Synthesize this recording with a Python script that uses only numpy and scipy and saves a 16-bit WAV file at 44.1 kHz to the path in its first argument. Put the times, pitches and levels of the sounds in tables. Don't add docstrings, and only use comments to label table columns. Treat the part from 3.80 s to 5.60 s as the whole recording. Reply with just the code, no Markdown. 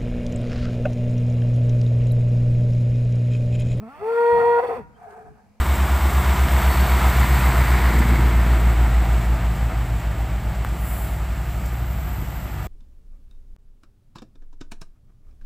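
import sys
import numpy as np
from scipy import signal
from scipy.fft import rfft, irfft
from scipy.io import wavfile
from scipy.ndimage import uniform_filter1d

SR = 44100
rng = np.random.default_rng(int(sys.argv[2]) if len(sys.argv) > 2 else 0)


def waveform_to_disk(signal):
    frames = np.transpose(np.atleast_2d(signal))
    scaled = np.clip(frames, -1, 1) * 32767
    samples = np.round(scaled).astype(np.int16)
    wavfile.write(sys.argv[1], SR, samples)


N = 79380
TIME_S = np.arange(N) / SR
BINS_HZ = np.maximum(np.arange(N // 2 + 1) * SR / N, 1)


# time_s, pitch_hz
NOTE_PITCH = [(.19, 377.5), (.24, 431.1), (.3, 460.4), (.38, 468.9), (.52, 474.2), (.62, 468.5),
              (.68, 474.9), (.79, 473.2), (.83, 484.8), (.89, 477), (.925, 475), (.947, 443), (.968, 503),
              (1.015, 422)]
# time_s, level_db
NOTE_LEVEL = [(.185, -61), (.225, -29.5), (.29, -22.5), (.35, -21), (.39, -18), (.52, -16), (.62, -18),
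              (.68, -17), (.797, -19), (.814, -33.5), (.83, -24), (.857, -24.5), (.875, -39.5),
              (.89, -26.5), (.93, -26.5), (.948, -35.5), (.968, -32), (1.003, -37), (1.03, -56)]
# time_s, second_db, third_db, upper_db
NOTE_HARMONICS = [(.2, -8, -2.5, -15), (.245, -10, -27.5, -25.5), (.29, -8, -13, -26.5),
                  (.335, -23.5, -17.5, -26), (.385, -7, -11.5, -18.5), (.46, -7, -18.5, -19),
                  (.52, -4.5, -22, -16.5), (.58, -3.5, -32.5, -14.5), (.615, -11, -12.5, -17.5),
                  (.665, -2.5, -27.5, -16), (.72, -4, -15.5, -14), (.79, -2, -14, -18.5),
                  (.84, -8, -23, -25), (.92, -13.5, -23.5, -29), (1.02, -12.5, -20.5, -37.5)]
# freq_hz, gain_db
UPPER_COLOUR = [(1890, -2.5), (2360, -20), (2830, -33), (3300, -26.5), (3780, -35.5), (4250, -31),
                (4720, -43), (5700, -45)]
# time_s, level_db
FOLD_FLUTTER = [(.2, -23.5), (.4, -29.5), (.55, -25), (.8, -23.5)]

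def trumpet(break_s=.797, break_ramp_s=.0083, flutter_hz=187.5, blur_rad=.41):
    pitch_hz, = in_time(NOTE_PITCH)
    level_db, = in_time(NOTE_LEVEL)
    second_db, third_db, upper_db = in_time(NOTE_HARMONICS)
    side_db, = in_time(FOLD_FLUTTER)
    broken = np.clip((TIME_S - break_s) / break_ramp_s, 0, 1)
    phase = wavering_phase(pitch_hz, jitter=.0027 + .03 * broken, rate_hz=130)
    shimmer_db = (.14 + broken) * drift(200)
    wave = np.cos(phase) + from_db(second_db) * np.cos(2 * phase)
    for k in range(3, 11):
        harmonic_db = third_db if k == 3 else upper_db + at_hz(UPPER_COLOUR, k * pitch_hz)
        blur = blur_rad * k / 10 * drift(80)
        wave += from_db(harmonic_db + 2.5 * drift(56)) * np.cos(k * phase + blur)
    flutter = wavering_phase(flutter_hz, jitter=.0029, rate_hz=40)
    wave += from_db(side_db) * (np.cos(phase + flutter) + from_db(-12) * np.cos(phase - flutter))
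    return np.sqrt(2) * from_db(level_db + shimmer_db) * wave * during(NOTE_LEVEL)


# time_s, pitch_hz, fundamental_db, overtones_db
MOAN_CONTOUR = [(0, 197.2, -38, -65), (.028, 218.3, -36.5, -55.5), (.08, 227.8, -41, -54.5),
                (.098, 260.7, -47.5, -49.5), (.115, 275.7, -55, -49.5), (.14, 290, -58, -47.5),
                (.185, 308, -61, -48.5), (.215, 344, -77.5, -57)]
# freq_hz, gain_db
MOAN_COLOUR = [(430, 10), (560, -16.5), (680, 8.5), (790, 1), (900, -2.5), (1020, -11.5), (1130, -2),
               (1370, 0.5), (1520, -25), (1780, -12), (2000, -24.5), (2600, -27)]

def moan():
    pitch_hz, fundamental_db, overtones_db = in_time(MOAN_CONTOUR)
    phase = wavering_phase(pitch_hz, jitter=.01, rate_hz=70)
    wave = from_db(fundamental_db) * np.sin(phase)
    for k in range(2, 12):
        harmonic_db = overtones_db + at_hz(MOAN_COLOUR, k * pitch_hz) + 2 * drift(42)
        wave += from_db(harmonic_db) * np.sin(k * phase)
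    return np.sqrt(2) * wave * during(MOAN_CONTOUR)


# time_s, level_db
RASP_LEVEL = [(.05, -67), (.18, -53), (.235, -40.5), (.4, -44.5), (.52, -42.5), (.575, -32.5), (.612, -26),
              (.655, -31), (.765, -35), (.802, -21.5), (.818, -34), (.85, -28.5), (.875, -36), (.905, -27),
              (.95, -33.5), (.995, -42), (1.025, -52), (1.08, -77)]
# freq_hz, width_hz, gain_db
THROAT_MODES = [(491, 39.5, -5), (671.5, 11, -6), (724, 28, 3.5), (761.5, 16, 2.5), (1010, 45, -4.5),
                (1056, 36, -12), (1237, 30, -6), (1420, 40, -19), (1715, 110, -18.5), (1928, 62, -14),
                (2406, 80, -30), (2672, 50, -24.5)]

def rasp(rate_hz=235.86, jitter=.2, scatter_db=2, count=700):
    slaps = np.zeros((2, N))
    for train in slaps:
        timing, strength = rng.standard_normal((count, 2)).T
        onsets = (np.cumsum(np.exp(jitter * timing)) * SR / rate_hz).astype(int)
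        inside = onsets < N
        train[onsets[inside]] = from_db(scatter_db * strength[inside])
    voice = evened(spread(resonate(slaps, THROAT_MODES)), span_s=.018)
    level_db, = in_time(RASP_LEVEL)
    return from_db(level_db) * voice


# time_s, pitch_hz, level_db
GRUNT_CONTOUR = [(.955, 248.7, -58), (.98, 243.5, -42), (1.003, 234, -39.5), (1.018, 160, -43),
                 (1.035, 100.8, -57)]

def grunt():
    pitch_hz, level_db = in_time(GRUNT_CONTOUR)
    return np.sqrt(2) * from_db(level_db) * np.sin(phase_of(pitch_hz)) * during(GRUNT_CONTOUR)


# time_s, level_db
EXHALE_LEVEL = [(0, -61.5), (.1, -53.5), (.19, -52), (.25, -45.5), (.4, -40.5), (.62, -40.5), (.8, -42.5),
                (.96, -45), (1, -51.5), (1.04, -62), (1.1, -90)]
# freq_hz, density_db
EXHALE_COLOUR = [(100, -22), (230, -1.5), (345, -16), (700, -1), (1080, 3.5), (1500, -4.5), (2700, -6.5),
                 (2950, -26), (3400, -21), (3950, -24.5), (5300, -23.5), (7000, -30.5), (8100, -23.5),
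                 (9300, -27.5), (15000, -28)]
# freq_hz, width_hz, gain_db
MOUTH_MODES = [(3110, 42, -2), (3386, 45, 0), (3570, 35, 0), (4473, 44, 2.5), (8450, 210, -14),
               (10250, 160, -15.5)]

def exhale(puff_depth=.4, whistle_db_per_db=.35):
    flow_db, = in_time(EXHALE_LEVEL)
    pitch_hz, = in_time(NOTE_PITCH)
    whistles = unit_rms(ringing_noise(MOUTH_MODES))
    whistles *= from_db(-15 + whistle_db_per_db * (flow_db - flow_db.max()) + 2 * drift(30))
    hiss = noise(EXHALE_COLOUR)
    puffs = puff_depth * np.cos(phase_of(pitch_hz)) * butterworth(hiss, 5000, "high")
    return from_db(flow_db + drift(200)) * (hiss + puffs + whistles)


# time_s, rush_db, hollow_db, wheeze_db
INTAKE_LEVELS = [(1.1, -80, -91, -87), (1.18, -58.5, -60, -60), (1.225, -53, -61.5, -43.5),
                 (1.285, -51, -49, -41.5), (1.31, -47.5, -49.5, -55), (1.385, -52.5, -48, -40),
                 (1.44, -55.5, -49, -54.5), (1.485, -56.5, -50, -47), (1.53, -64.5, -55, -75.5),
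                 (1.59, -61, -68, -57), (1.66, -70.5, -75, -69.5), (1.8, -83, -94, -77)]
# freq_hz, density_db
INTAKE_COLOUR = [(340, -24), (450, -2.5), (590, -17), (700, -1), (860, 0.5), (1040, -8), (1250, -11),
                 (1700, -8.5), (1950, -23), (2300, -18.5), (3000, -32.5), (4700, -36.5), (8300, -31.5),
                 (15500, -42)]
# freq_hz, width_hz, gain_db
INTAKE_MODES = [(847, 33, 0), (1265, 35, -3.5), (1556, 120, -8)]
# time_s, pitch_hz
HOLLOW_PITCH = [(1.25, 440), (1.32, 406), (1.385, 445.8), (1.45, 438), (1.56, 420)]

def intake(wheeze_hz=729, wheeze_width_hz=34):
    rush_db, hollow_db, wheeze_db = in_time(INTAKE_LEVELS)
    hollow_hz, = in_time(HOLLOW_PITCH)
    rings = from_db(-2.5) * evened(ringing_noise(INTAKE_MODES), span_s=.019)
    rush = from_db(rush_db + 1.5 * drift(90)) * (noise(INTAKE_COLOUR) + rings)
    phase = wavering_phase(hollow_hz, jitter=.028, rate_hz=79)
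    hollow = from_db(hollow_db + 2.5 * drift(54)) * np.sin(phase)
    wheeze = evened(ringing_noise([(wheeze_hz, wheeze_width_hz, 0)]), span_s=.02)
    return (rush + hollow + from_db(wheeze_db) * wheeze) * during(INTAKE_LEVELS)


def mouth_click(start_s=1.308, decay_s=.004, gain_db=-46.5):
    envelope = (TIME_S > start_s) * np.exp(-np.abs(TIME_S - start_s) / decay_s)
    burst = spread(rng.standard_normal((2, N)) * envelope)
    return from_db(gain_db) * butterworth(burst, 1500, "low", order=1)


# freq_hz, left_minus_right_db
BALANCE = [(200, -1.5), (470, 3), (720, 1.3), (945, -3.5), (1415, 0.7), (1890, -3), (3500, -3),
           (8000, -0.3), (13000, -3)]
# freq_hz, lead_rad
LEFT_LEAD = [(150, -0.2), (470, -0.35), (720, -.2), (945, -0.39), (1415, -1.22), (1890, -1.26), (2800, 0.9),
             (4500, 1.5)]

def placed(x):
    gains = from_db(at_hz(BALANCE, BINS_HZ) / 2 * [[1], [-1]])
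    lead = np.exp(1j * at_hz(LEFT_LEAD, BINS_HZ) * [[1], [0]])
    return irfft(rfft(x) * gains * lead, N)


# freq_hz, gain_db
SCATTER_COLOUR = [(150, -8.5), (470, -13), (950, -3), (1500, 3.5), (2000, -1), (4000, 2), (12000, -7)]

def scatter(x, near_t60_s=.29, far_t60_s=.58, far_delay_s=.24):
    near, far = rng.standard_normal((2, 2, N))
    near = from_db(-24.5) * unit_rms(near * from_db(-60 * TIME_S / near_t60_s))
    far = from_db(-31.5) * unit_rms(far * from_db(-60 * TIME_S / far_t60_s) * (TIME_S > far_delay_s))
    response = coloured(near + far, SCATTER_COLOUR) / np.sqrt(N)
    return signal.fftconvolve(x, response, axes=1)[:, :N]


def wood_echo(x, gain_db=-30, delay_s=.27, right_lag_s=.00021, band_hz=(800, 2800)):
    thin = butterworth(x.mean(axis=0), band_hz, "band")
    echo = [np.interp(TIME_S - delay_s - lag_s, TIME_S, thin, left=0) for lag_s in (0, right_lag_s)]
    return from_db(gain_db) * np.array(echo)


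# time_s, level_db
WIND_LEVEL = [(0, -48), (.13, -61.5), (.22, -46), (.27, -64.5), (.47, -64), (.53, -36), (.657, -40.5),
              (.8, -51.5), (1.025, -44.5), (1.15, -55.5), (1.35, -62), (1.51, -46.5), (1.62, -64),
              (1.7, -57), (1.75, -75)]
# freq_hz, density_db
WIND_COLOUR = [(15, -23), (65, -3), (150, -6), (320, -18), (700, -50), (8000, -130)]

def wind():
    level_db, = in_time(WIND_LEVEL)
    buffets = unit_rms(coloured(rng.standard_normal((2, N)), WIND_COLOUR))
    return from_db(level_db) * evened(buffets, span_s=.029)


def bird(peak_s=1.16, width_s=.016, pitch_hz=3200, level_db=-67):
    envelope = np.exp(-((TIME_S - peak_s) / width_s) ** 2)
    return from_db(level_db) * envelope * np.sin(wavering_phase(pitch_hz, jitter=.033, rate_hz=100))


# freq_hz, density_db
FIELD_COLOUR = [(30, -9.5), (100, 4.5), (150, -15), (210, 8), (300, -19.5), (500, -8), (850, -9.5),
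                (1300, -20.5), (1900, -23), (2300, -18), (3300, -32), (4600, -27.5), (8000, -31.5),
                (15000, -40.5)]

def field(level_db=-59):
    return from_db(level_db) * noise(FIELD_COLOUR)


# freq_hz, correlation (clipped to 0-1)
LIKENESS = [(40, 1.3), (100, -0.45), (220, 1.5), (700, 0.5), (1500, 0.7), (4000, 0.32), (9000, 0),
            (14000, 1.2)]

def spread(pair):
    alike = np.clip(at_hz(LIKENESS, BINS_HZ), 0, 1)
    mid, side = rfft(pair)
    return irfft(np.sqrt(1 + alike) * mid + np.sqrt(1 - alike) * side * [[1], [-1]], N)


def noise(colour):
    return unit_rms(spread(coloured(rng.standard_normal((2, N)), colour)))


def ringing_noise(modes):
    return spread(resonate(rng.standard_normal((2, N)), modes))


def resonate(x, modes):
    out = 0
    for freq_hz, width_hz, gain_db in modes:
        b, a = signal.iirpeak(freq_hz, freq_hz / (2 * width_hz), fs=SR)
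        out = out + from_db(gain_db) * signal.lfilter(b, a, signal.lfilter(b, a, x + 1e-18))
    return out


def coloured(x, colour):
    return irfft(rfft(x) * from_db(at_hz(colour, BINS_HZ)), N)


def butterworth(x, edge_hz, kind, order=2):
    return signal.sosfilt(signal.butter(order, edge_hz, kind, fs=SR, output="sos"), x)


def evened(x, span_s):
    power = uniform_filter1d(np.mean(x ** 2, axis=0), int(span_s * SR) + 1)
    return x / np.sqrt(np.abs(power) + 1e-12)


def drift(rate_hz):
    return unit_rms(irfft(rfft(rng.standard_normal(N)) / (1 + (BINS_HZ / rate_hz) ** 4), N))


def phase_of(pitch_hz):
    return 2 * np.pi * np.cumsum(pitch_hz) / SR


def wavering_phase(pitch_hz, jitter, rate_hz):
    return phase_of(pitch_hz * (1 + jitter * drift(rate_hz)))


def in_time(rows):
    time_s, *columns = np.transpose(rows)
    return [np.interp(TIME_S, time_s, column) for column in columns]


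def during(rows, fade_s=.01):
    return np.clip(1 + np.minimum(TIME_S - rows[0][0], rows[-1][0] - TIME_S) / fade_s, 0, 1)


def at_hz(rows, hz):
    freq_hz, values = np.transpose(rows)
    return np.interp(np.log(hz), np.log(freq_hz), values)


def from_db(db):
    return 10 ** (np.asarray(db) / 20)


def unit_rms(x):
    return x / np.sqrt(np.mean(x ** 2) + 1e-20)


def scene():
    bull = placed(moan() + trumpet() + rasp() + grunt() + exhale() + intake() + mouth_click())
    return bull + scatter(bull) + wood_echo(bull) + wind() + bird() + field()


def record(dry):
    return signal.sosfilt(signal.ellip(10, .1, 80, 15700, fs=SR, output="sos"), dry)


dry = scene()
out = record(dry)
waveform_to_disk(out)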